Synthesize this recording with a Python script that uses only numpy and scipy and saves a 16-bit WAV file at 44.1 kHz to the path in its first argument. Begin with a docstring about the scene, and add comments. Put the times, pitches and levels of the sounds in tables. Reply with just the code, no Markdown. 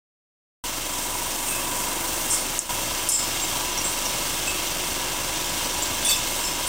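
"""A vibratory finishing bowl running on its springs beside a brick wall, close to one mono microphone.
An eccentric weight shakes it about 24 times a second: the load rattles against the steel bowl and the
base shudders on the ground. At the open top ceramic chips seethe, and steel parts clink as they surface.
The sound cuts in after a moment of silence; the sharpest clinks make the recorder's limiter duck."""
import sys
import numpy as np
from scipy.fft import rfft, irfft, next_fast_len
from scipy.io import wavfile
from scipy.ndimage import uniform_filter1d, minimum_filter1d, map_coordinates

SR = 44100
rng = np.random.default_rng(int(sys.argv[2]) if len(sys.argv) > 2 else 0)


def inscribe(sig):
    """Save sig as 16-bit PCM at rate SR to the path in sys.argv[1].

    A 1-D sig is mono; a 2-D sig holds one channel per row.
    Samples are clipped to [-1, 1] before scaling.
    """
    pcm = np.round(np.clip(np.atleast_2d(sig).T, -1, 1) * 32767)
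    wavfile.write(sys.argv[1], SR, pcm.astype(np.int16))


N = 294588

SHAFT_HZ = 24.38
# how hard the load works: time_s, rattle_db, clatter_db, hiss_db
LOAD_LEVELS = [(.64, -37, -33.5, -34.5), (1.1, -35.5, -34.5, -31), (2.0, -34, -34, -29.5),
               (2.8, -34.5, -32, -31.5), (3.6, -34, -31, -32.5), (4.4, -34.5, -31, -32),
               (5.2, -34, -31.5, -33), (5.9, -34, -30.5, -33.5), (6.68, -35, -31.5, -31.5)]
# spectrum of the base shuddering on the ground: frequency_hz, level_db
RUMBLE_SPECTRUM = [(10, -17), (32, -4.5), (45, -3.5), (80, -0.5), (115, -5), (170, -8), (400, -27)]
# spectrum of chips knocking together: frequency_hz, level_db
CLICK_SPECTRUM = [(1200, -29.5), (2300, -4), (2700, -1), (3300, 0.5), (3750, -0.5), (4100, -3), (4900, -2),
                  (6000, 1), (6900, -6), (7600, -2), (9500, -27.5), (16000, -12)]
# spectrum of their fine scraping: frequency_hz, level_db
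SCRAPE_SPECTRUM = [(3500, -25), (6000, -2), (7500, 1), (8800, 3.5), (9800, -2), (10700, -6), (11500, -2.5),
                   (12400, -5.5), (14000, -5), (15200, 0), (16000, -13)]
# hard, dead strikes of part on part: start_s, peak_db, centre_hz
DEAD_STRIKES = [(2.591, 1.5, 8000), (2.598, -15, 7140), (3.089, -3, 9100), (3.119, -11.5, 7200),
                (3.776, -17, 7000), (6.048, -13, 8100)]
# modes of a steel part: pitch_hz, level_db, ring_time_ratio
STEEL_MODES = [(2600, 29.5, 2.4), (3505, 1, 1.17), (4570, -1, 1), (5050, 4, 1.5), (5290, 8, 1.4),
               (5340, -5, 1.2), (5740, 4.5, 0.63), (6350, 10, 0.33), (7200, -21, .9), (7100, 1.5, 1),
               (7420, 5, 0.35), (7670, 2.5, 0.68), (7810, -10.5, 1.4), (9000, -9, .8), (8460, 6, 0.45),
               (8970, 2, 1.3), (9400, -22, 0.77), (9440, -10, .3), (11300, -5, 0.96), (12700, -5, .8),
               (12520, -3, 0.98), (13100, -9, .5), (13750, -7, .6), (14500, -6, .7), (15400, -8, .5)]
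# one part knocks on another; a broader blow wakes more modes:
# start_s, level_db, pitch_hz, spread_octaves, chatter_s, other_pitch_hz, other_relative_db
PART_KNOCKS = [(0.98, -37, 3750, .03, .005, 8900, 0), (1.305, -35, 3700, 0.033, 0.0045, 8900, -8),
               (1.474, -30.5, 8720, .055, .035, 2680, -5), (2.301, -22, 8150, 0.31, 0.043, 5530, -10.5),
               (2.592, -23, 7000, 0.4, .012, 7350, -10), (3.088, -16.5, 7200, 0.54, .007, 9750, -2),
               (3.118, -18, 7600, 0.12, 0.05, 5230, -11), (3.417, -30, 7500, 0.025, .02, 7700, -8),
               (3.776, -24, 5800, .075, .003, 7400, -18), (3.839, -29, 7550, .03, 0.035, 8800, -4),
               (4.053, -27, 5750, 0.11, .01, 5400, -12), (4.474, -31, 2700, .1, .01, 7850, 2),
               (5.821, -28.5, 7200, 0.016, 0.0014, 7600, 8), (6.049, -23.5, 9300, .09, 0.011, 3600, -0.5),
               (6.069, -27, 8760, 0.26, .006, 5700, 2.5), (6.083, -21, 7900, 0.23, .008, 2900, -11),
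               (6.09, -27, 13100, 0.28, 0.013, 4507, -1), (6.108, -20, 3550, 0.13, 0.0068, 7900, -1.5),
               (6.161, -28.5, 7500, 0.27, 0.0079, 3550, -13), (6.437, -33, 5340, .03, 0.04, 7500, 1),
               (6.665, -29, 9160, .03, .012, 7500, -12)]
# the lined bowl's broad response: frequency_hz, level_db
BOWL_SPECTRUM = [(50, -32), (120, -2.5), (210, -3.5), (335, 3.5), (385, 1.5), (425, -6.5), (520, 1.5),
                 (620, 0.5), (760, -2), (1130, -3), (1400, -4), (1900, -7), (2400, -11), (4000, -25)]
# resonances of the bowl's wall: pitch_hz, width_hz, level_db
BOWL_WALL_MODES = [(261.4, 2.3, 4), (846, 7.2, 1.5), (1150, 10.6, 1.5), (1293, 14, -6), (1590, 7.9, 1),
                   (1666, 13.5, -1), (2146, 61, -0.5), (2657, 66, -2), (2786, 46, 1.5), (3158, 41, 3)]
# its main resonance: pitch_hz, width_hz, level_db
MAIN_WALL_MODE = [(975, 54, 0)]
# rise and fall of that resonance: time_s, level_db
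MAIN_MODE_SWELL = [(0.66, -43), (0.86, -46), (1.07, -39.0), (1.54, -42), (1.75, -38), (2.55, -47),
                   (2.75, -36), (3.02, -44.5), (3.4, -45), (3.58, -35.5), (3.82, -42), (4.0, -41),
                   (4.46, -46.5), (5.14, -39.5), (5.36, -43), (6.1, -40.5), (6.2, -43.0), (6.68, -39)]


def amp(db):
    """Decibels to gain."""
    return 10 ** (np.asarray(db) / 20)


def unit(x):
    """Scale to rms 1."""
    return x / np.sqrt(np.mean(x ** 2) + 1e-20)


def levels(rows):
    """One gain per sample for each dB column after the time."""
    time_s, *columns = np.transpose(rows)
    return [amp(np.interp(np.arange(N) / SR, time_s, db)) for db in columns]


def wobble(rate):
    """A smooth random curve, rate knots a second."""
    return map_coordinates(rng.standard_normal(int(N * rate / SR) + 4), [np.arange(N) * rate / SR])


def filtered(x, response):
    """x through a gain that depends on frequency."""
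    size = next_fast_len(len(x) + SR // 2)
    return irfft(rfft(x, size) * response(np.fft.rfftfreq(size, 1 / SR)), size)[:len(x)]


def coloured(x, spectrum):
    """x through a (frequency_hz, level_db) spectrum, at rms 1."""
    hz, db = np.transpose(spectrum)
    return unit(filtered(x, lambda f: amp(np.interp(np.log(f + 1), np.log(hz), db))))


def resonate(x, modes):
    """x through (pitch_hz, width_hz, level_db) resonances, at rms 1."""
    return unit(filtered(x, lambda f: sum(
        amp(db) * 1j * f * width / (hz * hz - f * f + 1j * f * width) for hz, width, db in modes)))


def band(hz, centre_hz, octaves):
    """Weight that falls away on both sides of a centre frequency."""
    return 1 / (1 + (np.log2((hz + 1) / centre_hz) / octaves) ** 4)


def add(track, start_s, sound):
    """Mix a sound into a track."""
    part = track[round(start_s * SR):][:len(sound)]
    part += sound[:len(part)]


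def swing():
    """The eccentric weight swings the bowl between -1 and 1 once a turn."""
    return np.cos(2 * np.pi * SHAFT_HZ * np.arange(N) / SR)


def collisions(per_s, depth, spread_db=0):
    """Random impacts of loose chips, thickest when the bowl rises into them."""
    hit = rng.random(N) < per_s / SR * (1 + depth * swing())
    size = rng.standard_normal(N) * amp(spread_db * rng.uniform(-1.2, 1, N))
    return unit(hit * size)


def ground_rumble():
    """Underneath, the base shudders on the ground."""
    _, clatter, _ = levels(LOAD_LEVELS)
    return amp(-11 + 0.63 * wobble(10)) * clatter * coloured(rng.standard_normal(N), RUMBLE_SPECTRUM)


def air_throb(level_db=-38.5):
    """The bowl pumps the air at the microphone once a turn."""
    return amp(level_db) * swing()


def buried_pings(per_s=130, low_hz=2600, high_hz=9800, t60_s=0.13, relative_db=-9):
    """Half-buried parts and chips ring faintly all the time."""
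    _, clatter, _ = levels(LOAD_LEVELS)
    out, t = np.zeros(N), np.arange(SR // 8) / SR
    for when, pitch, size in rng.random((int(per_s * N / SR), 3)):
        hz = low_hz * (high_hz / low_hz) ** pitch
        envelope = amp(0.5 * np.log(size + .05) - 60 * t / t60_s)
        add(out, when * (N - 1) / SR, envelope * np.sin(2 * np.pi * hz * t))
    return amp(relative_db) * clatter * unit(out)


def ceramic_chips():
    """Thousands of ceramic chips click and scrape at the open top."""
    _, clatter, hiss = levels(LOAD_LEVELS)
    click_gain = clatter * amp(0.19 * wobble(12))
    clicks = coloured(collisions(per_s=9000, depth=.22), CLICK_SPECTRUM)
    scrape_gain = hiss * amp(0.86 * wobble(7.2))
    scrape = coloured(collisions(per_s=20000, depth=.18, spread_db=2.2), SCRAPE_SPECTRUM)
    return click_gain * clicks + scrape_gain * scrape


def dead_strikes(t60_s=0.022, octaves=0.32):
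    """Parts held by the load meet with a bright crack and no ring."""
    out, t = np.zeros(N), np.arange(SR // 10) / SR
    for start_s, peak_db, centre_hz in DEAD_STRIKES:
        noise = filtered(rng.standard_normal(len(t)), lambda f: band(f, centre_hz, octaves))
        crack = noise * amp(-60 * t / t60_s)
        add(out, start_s, amp(peak_db) * crack / np.abs(crack).max())
    return out


def drifting_tones(hz, t, step_rad=0.029):
    """One sine a mode, its phase nudged by shifting contacts."""
    phase = 2 * np.pi * (hz * t + rng.random(hz.shape))
    drift = step_rad * np.cumsum(rng.standard_normal((len(hz), len(t))), axis=1)
    return np.sin(phase + drift)


def beating_modes(hz, t, twin_gain=0.58, max_detune=0.0141):
    """Parts are not quite round: each mode beats with a weaker twin."""
    tones = drifting_tones(hz, t)
    twin_hz = hz * (1 + max_detune * rng.uniform(-1, 1, hz.shape))
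    return (tones + twin_gain * drifting_tones(twin_hz, t)) / np.hypot(1, twin_gain)


def steel_part(pitch_hz, octaves, chatter_s, rise_s=0.001, grit_t60_s=0.33, taps_per_s=180, tap_db=2.5):
    """A steel part is struck, chatters grittily against the chips and then rings on."""
    t = np.arange(SR // 2) / SR
    hz, mode_db, ring_time_ratio = np.transpose(STEEL_MODES)[:, :, None]
    since_chatter_s = np.maximum(t - chatter_s, 0)
    # a looser part chatters longer and rings longer
    t60_s = 0.29 * (chatter_s / 0.019) ** 0.38 * ring_time_ratio
    grit = 1.3 * np.sqrt(octaves)  # broad blows are gritty
    spill = 0.26 * grit * (hz > pitch_hz)  # some grit reaches the modes above the pitch
    weight = (band(hz, pitch_hz, octaves) + spill) * amp(mode_db)
    envelopes = np.sqrt(2) * weight / np.linalg.norm(weight) * amp(-60 * since_chatter_s / t60_s)
    ring = (envelopes * beating_modes(hz, t)).sum(axis=0) * (1 - np.exp(-t / rise_s))
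    taps = amp(tap_db * np.interp(t * taps_per_s, np.arange(len(t)), rng.standard_normal(len(t))))
    noise = filtered(rng.standard_normal(len(t)), lambda f: band(f, pitch_hz, octaves))
    scrape = unit(taps * noise) * amp(-60 * since_chatter_s / grit_t60_s)
    return (ring + grit * scrape) / np.hypot(1, grit)


def steel_clinks(other_octaves=0.079):
    """Two parts meet at the surface and both ring, the second mostly in its nearest modes."""
    out = np.zeros(N)
    for start_s, db, pitch_hz, octaves, chatter_s, other_hz, other_db in PART_KNOCKS:
        add(out, start_s, amp(db) * steel_part(pitch_hz, octaves, chatter_s))
        add(out, start_s, amp(db + other_db) * steel_part(other_hz, other_octaves, chatter_s))
    return out


def packed_rattle(jitter_s=.0001, harmonics=180, turn_samples=8192):
    """The packed load repeats one rattle every turn; its timing slips, blurring the high harmonics."""
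    one_turn = irfft(np.r_[0, np.exp(2j * np.pi * rng.random(harmonics))], turn_samples)
    slip_s = jitter_s * (wobble(400) + wobble(25))
    position = (np.arange(N) / SR + slip_s) * SHAFT_HZ % 1 * turn_samples
    return unit(map_coordinates(one_turn, [position], order=1, mode="grid-wrap"))


def steel_bowl(flutter_db=.5, flutter_per_s=12):
    """Close to the microphone, repeating and loose impacts drum on the bowl and set its wall ringing."""
    rattle, clatter, _ = levels(LOAD_LEVELS)
    swell, = levels(MAIN_MODE_SWELL)
    packed = packed_rattle() * (1 + 0.11 * swing())
    loose = amp(8.5) * collisions(per_s=6000, depth=.22, spread_db=2)
    impacts = unit(packed + loose)
    body = rattle * coloured(impacts, BOWL_SPECTRUM)
    flutter = amp(-0.5 + flutter_db * wobble(flutter_per_s))
    main_ring = flutter * swell * resonate(impacts, MAIN_WALL_MODE)
    wall_ring = amp(-8) * clatter * resonate(impacts, BOWL_WALL_MODES)
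    return body + main_ring + wall_ring


def scene():
    """The whole machine from close by, alike in both channels."""
    machine = steel_bowl() + air_throb() + ground_rumble()
    load = ceramic_chips() + steel_clinks() + dead_strikes() + buried_pings()
    return np.tile(machine + load, (2, 1))


def limiter(x, ceiling=0.49, ahead_s=.006, hold_s=.1):
    """The recorder ducks just ahead of a peak, holds its gain and lets go quickly."""
    ahead, hold = int(ahead_s * SR), int(hold_s * SR)
    needed = np.minimum(1, ceiling / (np.abs(x) + 1e-9))
    held = minimum_filter1d(needed, ahead + hold, origin=(hold - ahead) // 2)
    return x * uniform_filter1d(held, ahead // 2)


def record(dry, start_s=0.6395, top_hz=15850):
    """One microphone into a limiter and a steep treble cut; silent until start_s."""
    live = limiter(dry.mean(axis=0)) * (np.arange(N) / SR > start_s)
    return np.tile(filtered(live, lambda hz: 1 / (1 + (hz / top_hz) ** 400)), (2, 1))


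dry = scene()
out = record(dry)
inscribe(out)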